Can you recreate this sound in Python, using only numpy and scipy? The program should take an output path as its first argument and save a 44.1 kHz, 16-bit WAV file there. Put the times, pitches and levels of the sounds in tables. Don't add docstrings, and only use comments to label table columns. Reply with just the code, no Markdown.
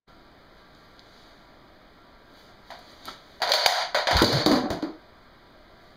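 import sys
import numpy as np
from scipy import signal
from scipy.fft import rfft, irfft, next_fast_len
from scipy.io import wavfile

SR = 44100
rng = np.random.default_rng(int(sys.argv[2]) if len(sys.argv) > 2 else 0)


def wav_out(sig):
    wavfile.write(sys.argv[1], SR, np.round(np.clip(np.atleast_2d(sig).T, -1, 1) * 32767).astype(np.int16))


N = 262836
TIME = np.arange(N) / SR

# t/s, level/dB, grinding/s, hollow ring f/Hz, hollow ring/dB, treble/dB, catch clink/dB
CLACKS = [(2.704, -36, 0.0025, 727, 5.5, -20, -12), (3.402, -37.5, 0.0073, 653, 18, -11, -20),
          (3.419, -19.5, 0.0028, 740, -1.5, -9, -15.5), (3.475, -25, 0.0045, 570, 4.5, -14.5, -8),
          (3.492, -20.5, .008, 552, 16.5, -2, -9.5), (3.5193, -13, 0.0029, 3220, 1, 12, 3),
          (3.536, -4, 0.022, 640, 2.5, 0, -4.5), (3.661, 1.5, 0.013, 718, 9, 9, -21.5),
          (3.9462, -16.5, 0.013, 616, 3, -11, -13), (4.071, -16, 0.008, 676, 3, -24, -22),
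          (4.110, -14, 0.022, 740, -1.5, -12, -13), (4.167, -12.5, 0.016, 1000, -3, -1.5, -5.5),
          (4.188, -8.5, 0.024, 1360, -3, -10.5, -25), (4.2205, -5, 0.011, 566, -0.5, 25, -14.5),
          (4.244, -1, 0.0064, 556, 14, 24, 0), (4.328, -15.5, 0.0039, 618, 18, 38, -9),
          (4.4614, -19, 0.0016, 536, 7, 15, -5), (4.5142, -21.5, 0.012, 640, 6.5, 6, -9.5),
          (4.7034, -27.5, .005, 675, 15.5, 5, -20), (4.8247, -39.5, 0.0017, 662, -20, -9, -4.5)]
# f/Hz, level/dB
STEEL_SPECTRUM = [(60, -29), (300, -21), (420, -14.5), (540, -6.5), (760, -8.5), (1000, -4.5), (1170, -10),
                  (1500, -3.5), (2900, -5.5), (4800, -5), (5400, -9), (6600, -12.5), (8500, -20.5),
                  (15000, -25)]
# f/Hz, width/Hz, level/dB
RECEIVER_MODES = [(719, 28, 6), (965.5, 11, 9), (1290, 30, -2), (1366, 11, -4), (1913, 9.5, -2.5),
                  (2830, 220, -5.5), (3674, 40, -1.5), (4700, 38, 5.5)]
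# f/Hz, width/Hz, level/dB
CATCH_MODES = [(4140, 510, 7.5), (4440, 27, 17.5), (4710, 73, -1.5)]
# t/s, level/dB, f/Hz, width/Hz, contact/s, shell/dB
THUDS = [(3.66, -35, 100, 199.7, .001, -40), (4.112, -30, 345, 200, 0.022, -22),
         (4.128, -30, 65, 60, 0.0058, -23.5), (4.149, -16.5, 59, 22, 0.018, -9),
         (4.2186, -2, 310, 218, 0.0018, -22), (4.228, -2, 293, 200, 0.0067, -7),
         (4.239, -6.5, 114, 120, 0.0059, -11), (4.281, -13, 310, 50, 0.0055, -7),
         (4.329, -17, 126, 35, 0.0021, -10.5), (4.346, -18, 131, 40, 0.0014, -8),
         (4.4629, -13, 310, 54.6, 0.011, -7), (4.516, -15.5, 286.4, 40.4, 0.0075, -3),
         (4.521, -24.5, 138, 40, 0.0024, -33.5), (4.562, -23.5, 266, 25, 0.0038, -34),
         (4.636, -24, 279, 40, 0.0066, -7.5), (4.705, -25.5, 139, 170, 0.0047, -13),
         (4.72, -31.5, 290, 70, 0.0077, -9), (4.828, -26.5, 315, 40, 0.0015, -10.5),
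         (4.866, -33.5, 310, 35, .002, -28)]
# f/Hz, width/Hz, level/dB
SHELL_MODES = [(296, 4.7, 5.5), (310, 11, -13), (467, 18, 14), (546, 63, 10), (640, 21, -0.5),
               (740, 15, 11.5), (1000, 45, 5), (1315, 60, -39), (1787, 430, -45)]
# t/s, level/dB, f/Hz
GEAR_TICKS = [(0.75, -65.5, 5970), (.994, -52.5, 3900), (2.708, -60, 12000), (2.79, -62, 12000),
              (2.919, -65, 9000), (3.055, -47.5, 12400)]
# f/Hz, width/Hz, level/dB
POUCH_MODES = [(880, 180, 6), (1280, 140, 10)]
# top speed t/s, rise/s, level/dB, hiss/dB
ARM_STROKES = [(.08, 0.13, -64, -25), (.58, 0.035, -59.5, -25), (.8, 0.14, -60, -24),
               (1.18, 0.19, -53.5, -48), (2.39, 0.072, -52.5, -14), (2.48, 0.035, -55.5, -30),
               (2.72, 0.055, -51, -20), (2.9, 0.18, -50.5, -24), (3.3, 0.2, -55, -19),
               (5.86, 0.14, -61, -25)]
# f/Hz, level/dB
CLOTH_SPECTRUM = [(200, -5.5), (700, -3), (1400, -7.5), (2400, -6), (4600, -1), (5400, -11), (6600, -13.5),
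                  (9000, -23.5), (14500, -30.5)]
# f/Hz, level/dB
AIR_SPECTRUM = [(25, 6), (70, -1.5), (140, -2.5), (330, -0.5), (480, -6), (640, -1), (900, -9),
                (1600, -8.5), (2300, -10), (3200, -12.5), (4850, -14.5), (5500, -25.5), (8500, -38),
                (15000, -36)]
# f/Hz, level/dB
FAN_TONES = [(619.1, -68), (974.4, -66.5), (1044, -71), (1168, -65.5), (1265, -70), (1367, -66),
             (1561, -75.5), (1593, -68)]
# f/Hz, decay/s
ROOM_T60 = [(60, 0.16), (280, 0.23), (700, 0.35), (1600, 0.38), (4400, 0.33), (8000, 0.27), (15000, 0.19)]
# f/Hz, width/Hz
RECORDER_NOTCHES = [(2700, 1065), (5490, 840), (7900, 1800), (10900, 800)]
# t/s, level/dB
FADE_IN = [(.062, -45), (.08, -0.5)]


def clacks(hollow_q=9, hollow_db=11, treble_hz=2800):
    out = np.zeros(N)
    highpass = signal.butter(1, treble_hz, "high", fs=SR)
    for s, db, grind_s, hz, ring_db, treble_db, clink_db in CLACKS:
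        direct_db = -4.2 + 0.084 * treble_db
        for force, path_db in (contact(grind_s, grit=6.5), direct_db), (wall_echoes(grind_s), 0):
            force = force + (from_db(treble_db) - 1) * signal.lfilter(*highpass, force)
            hollow = from_db(hollow_db + ring_db) * resonate(force, hz, hz / hollow_q)
            clink = from_db(clink_db) * ring(force, CATCH_MODES)
            body = force + hollow + ring(force, RECEIVER_MODES) + clink
            add(out, s, from_db(db + path_db) * unit_blow(coloured(body, STEEL_SPECTRUM)))
    return out


def thuds(direct_db=-4.5, soft_ratio=3.5, shell_top_hz=2600):
    out = np.zeros(N)
    damped = signal.butter(2, shell_top_hz, fs=SR)
    for s, db, hz, width, contact_s, shell_db in THUDS:
        soft = signal.butter(2, soft_ratio * hz, fs=SR)
        for force, path_db in (contact(contact_s, grit=0.82), direct_db), (wall_echoes(contact_s), 0):
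            thud = unit_blow(signal.lfilter(*soft, resonate(force, hz, width)))
            shell = unit_blow(signal.lfilter(*damped, ring(force, SHELL_MODES)))
            add(out, s, from_db(db + path_db) * (thud + from_db(shell_db) * shell))
    return out


def handling(direct_rustle_db=-3, room_db=-3, snap_send_db=-7):
    cloth = rms_one(coloured(rng.standard_normal(N), CLOTH_SPECTRUM))
    scrape, pop = pouch(cloth)
    rustle = sleeves(cloth) + scrape
    snaps = pop + gear_ticks()
    to_walls = rustle + from_db(snap_send_db) * snaps
    echo = signal.fftconvolve(to_walls, wall_echoes(build_s=.003))[:N]
    return from_db(direct_rustle_db) * rustle + snaps + from_db(room_db) * echo


def pouch(cloth):
    draw = from_db(-36.5) * swell(3.083, rise_s=0.026, fall_s=0.023)
    release = from_db(-30.5) * swell(3.087, rise_s=0.0053, fall_s=.005, roundness=1)
    return draw * cloth, release * rms_one(ring(cloth, POUCH_MODES))


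def sleeves(cloth, hiss_above_hz=8500, jingles_per_s=38):
    highpass = signal.butter(2, hiss_above_hz, "high", fs=SR, output="sos")
    hiss = rms_one(signal.sosfilt(highpass, rng.standard_normal(N)))
    rub_power = hiss_power = 0
    for s, rise_s, db, hiss_db in ARM_STROKES:
        stroke = from_db(db) * swell(s, rise_s, fall_s=1.1 * rise_s)
        rub_power += stroke ** 2
        hiss_power += (from_db(hiss_db) * stroke) ** 2
    clicks = (rng.random(N) < jingles_per_s / SR) * rng.standard_normal(N)
    jingle = from_db(-26.5) * rms_one(resonate(clicks, hz=12900, width=1500))
    return np.sqrt(rub_power) * (cloth + jingle) + np.sqrt(hiss_power) * hiss


def gear_ticks(boost_db=3):
    out = np.zeros(N)
    for s, db, hz in GEAR_TICKS:
        tick = resonate(contact(grind_s=0.0084, grit=0.74), hz, width=3500)
        add(out, s, from_db(db + boost_db) * unit_blow(coloured(tick, CLOTH_SPECTRUM)))
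    return out


def wall_echoes(build_s, size=24000):
    t = TIME[:size]
    hz = np.arange(size // 2 + 1) * SR / size
    white = np.exp(2j * np.pi * rng.random(len(hz)))
    band = np.round(2 * np.log2(np.maximum(hz, 40)))
    tail = np.zeros(size)
    for k in np.unique(band):
        t60 = at_hz(ROOM_T60, 2 ** (k / 2))
        tail += irfft(white * (band == k)) * np.exp(-np.log(1000) * t / t60)
    tail *= 1 - np.exp(-t / max(build_s, 1e-4))
    return tail / np.linalg.norm(tail)


def room_tone(air_db=-52, fan_trim_db=-2):
    air = from_db(air_db) * rms_one(coloured(rng.standard_normal(N), AIR_SPECTRUM))
    white = rng.standard_normal(N)
    fan = sum(from_db(db + fan_trim_db) * rms_one(resonate(white, hz, width=4)) for hz, db in FAN_TONES)
    return air + fan


def buzz(bursts_per_s=59.94, decay_s=.0008, level_db=-89):
    bursts = np.exp(-(TIME % (1 / bursts_per_s)) / decay_s) * rng.standard_normal(N)
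    return from_db(level_db) * rms_one(resonate(bursts, hz=8050, width=600))


def contact(grind_s, grit, size=8192):
    slips = rng.standard_normal(size) * np.exp(-TIME[:size] / max(grind_s, 1e-4))
    force = grit * slips / np.linalg.norm(slips)
    force[0] += 1
    return force


def swell(peak_s, rise_s, fall_s, roundness=1.2):
    span_s = np.where(TIME < peak_s, rise_s, fall_s)
    return np.exp(-(np.abs(TIME - peak_s) / span_s) ** roundness)


def resonate(x, hz, width):
    r = np.exp(-np.pi * width / SR)
    feedforward = np.array([1, 0, -1]) * (1 - r * r) / 2
    feedback = [1, -2 * r * np.cos(2 * np.pi * hz / SR), r * r]
    return signal.lfilter(feedforward, feedback, x + 1e-18)


def ring(x, modes):
    return sum(from_db(db) * resonate(x, hz, width) for hz, width, db in modes)


def coloured(x, spectrum):
    size = 2 * next_fast_len(len(x))
    hz = np.arange(size // 2 + 1) * SR / size
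    cepstrum = irfft(np.log(from_db(at_hz(spectrum, hz))))
    cepstrum[1:size // 2] *= 2
    cepstrum[size // 2 + 1:] = 0
    return irfft(rfft(x, size) * np.exp(rfft(cepstrum)))[:len(x)]


def at_hz(points, hz):
    f, value = np.transpose(points)
    return np.interp(np.log(np.maximum(hz, 1)), np.log(f), value)


def from_db(db):
    return 10 ** (np.asarray(db) / 20)


def rms_one(x):
    return x / np.sqrt(np.mean(x ** 2) + 1e-20)


def unit_blow(x, size=1024):
    return x * np.sqrt(size) / np.linalg.norm(x)


def add(track, s, sound):
    start = int(s * SR)
    track[start:start + len(sound)] += sound[:N - start]


def smooth(x, seconds):
    r = np.exp(-1 / (seconds * SR))
    return signal.lfilter([1 - r], [1, -r], x)


def limiter(x, threshold_db=-21.5, sense_s=0.011, attack_s=0.0027, release_db_per_s=210):
    sensed = signal.lfilter(*signal.butter(1, 600, "high", fs=SR), x)
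    level_db = 10 * np.log10(smooth(sensed ** 2, sense_s) + 1e-12)
    over_db = np.maximum(level_db - threshold_db, 0)
    recovery_db = release_db_per_s * TIME
    cut_db = np.maximum.accumulate(over_db + recovery_db, axis=-1) - recovery_db
    return x * from_db(-smooth(cut_db, attack_s))


def scene():
    return (clacks() + thuds() + handling() + room_tone())[None]


def record(dry, overload_level=1.3, cutoff_hz=15500):
    x = overload_level * np.tanh(limiter(dry) / overload_level)
    for hz, width in RECORDER_NOTCHES:
        x = signal.lfilter(*signal.iirnotch(hz, hz / width, fs=SR), x)
    fade = from_db(np.interp(TIME, *np.transpose(FADE_IN)))
    lowpass = signal.ellip(10, .1, 90, cutoff_hz, fs=SR, output="sos")
    return signal.sosfilt(lowpass, (x + buzz()) * fade)


dry = scene()
out = record(dry)
wav_out(out)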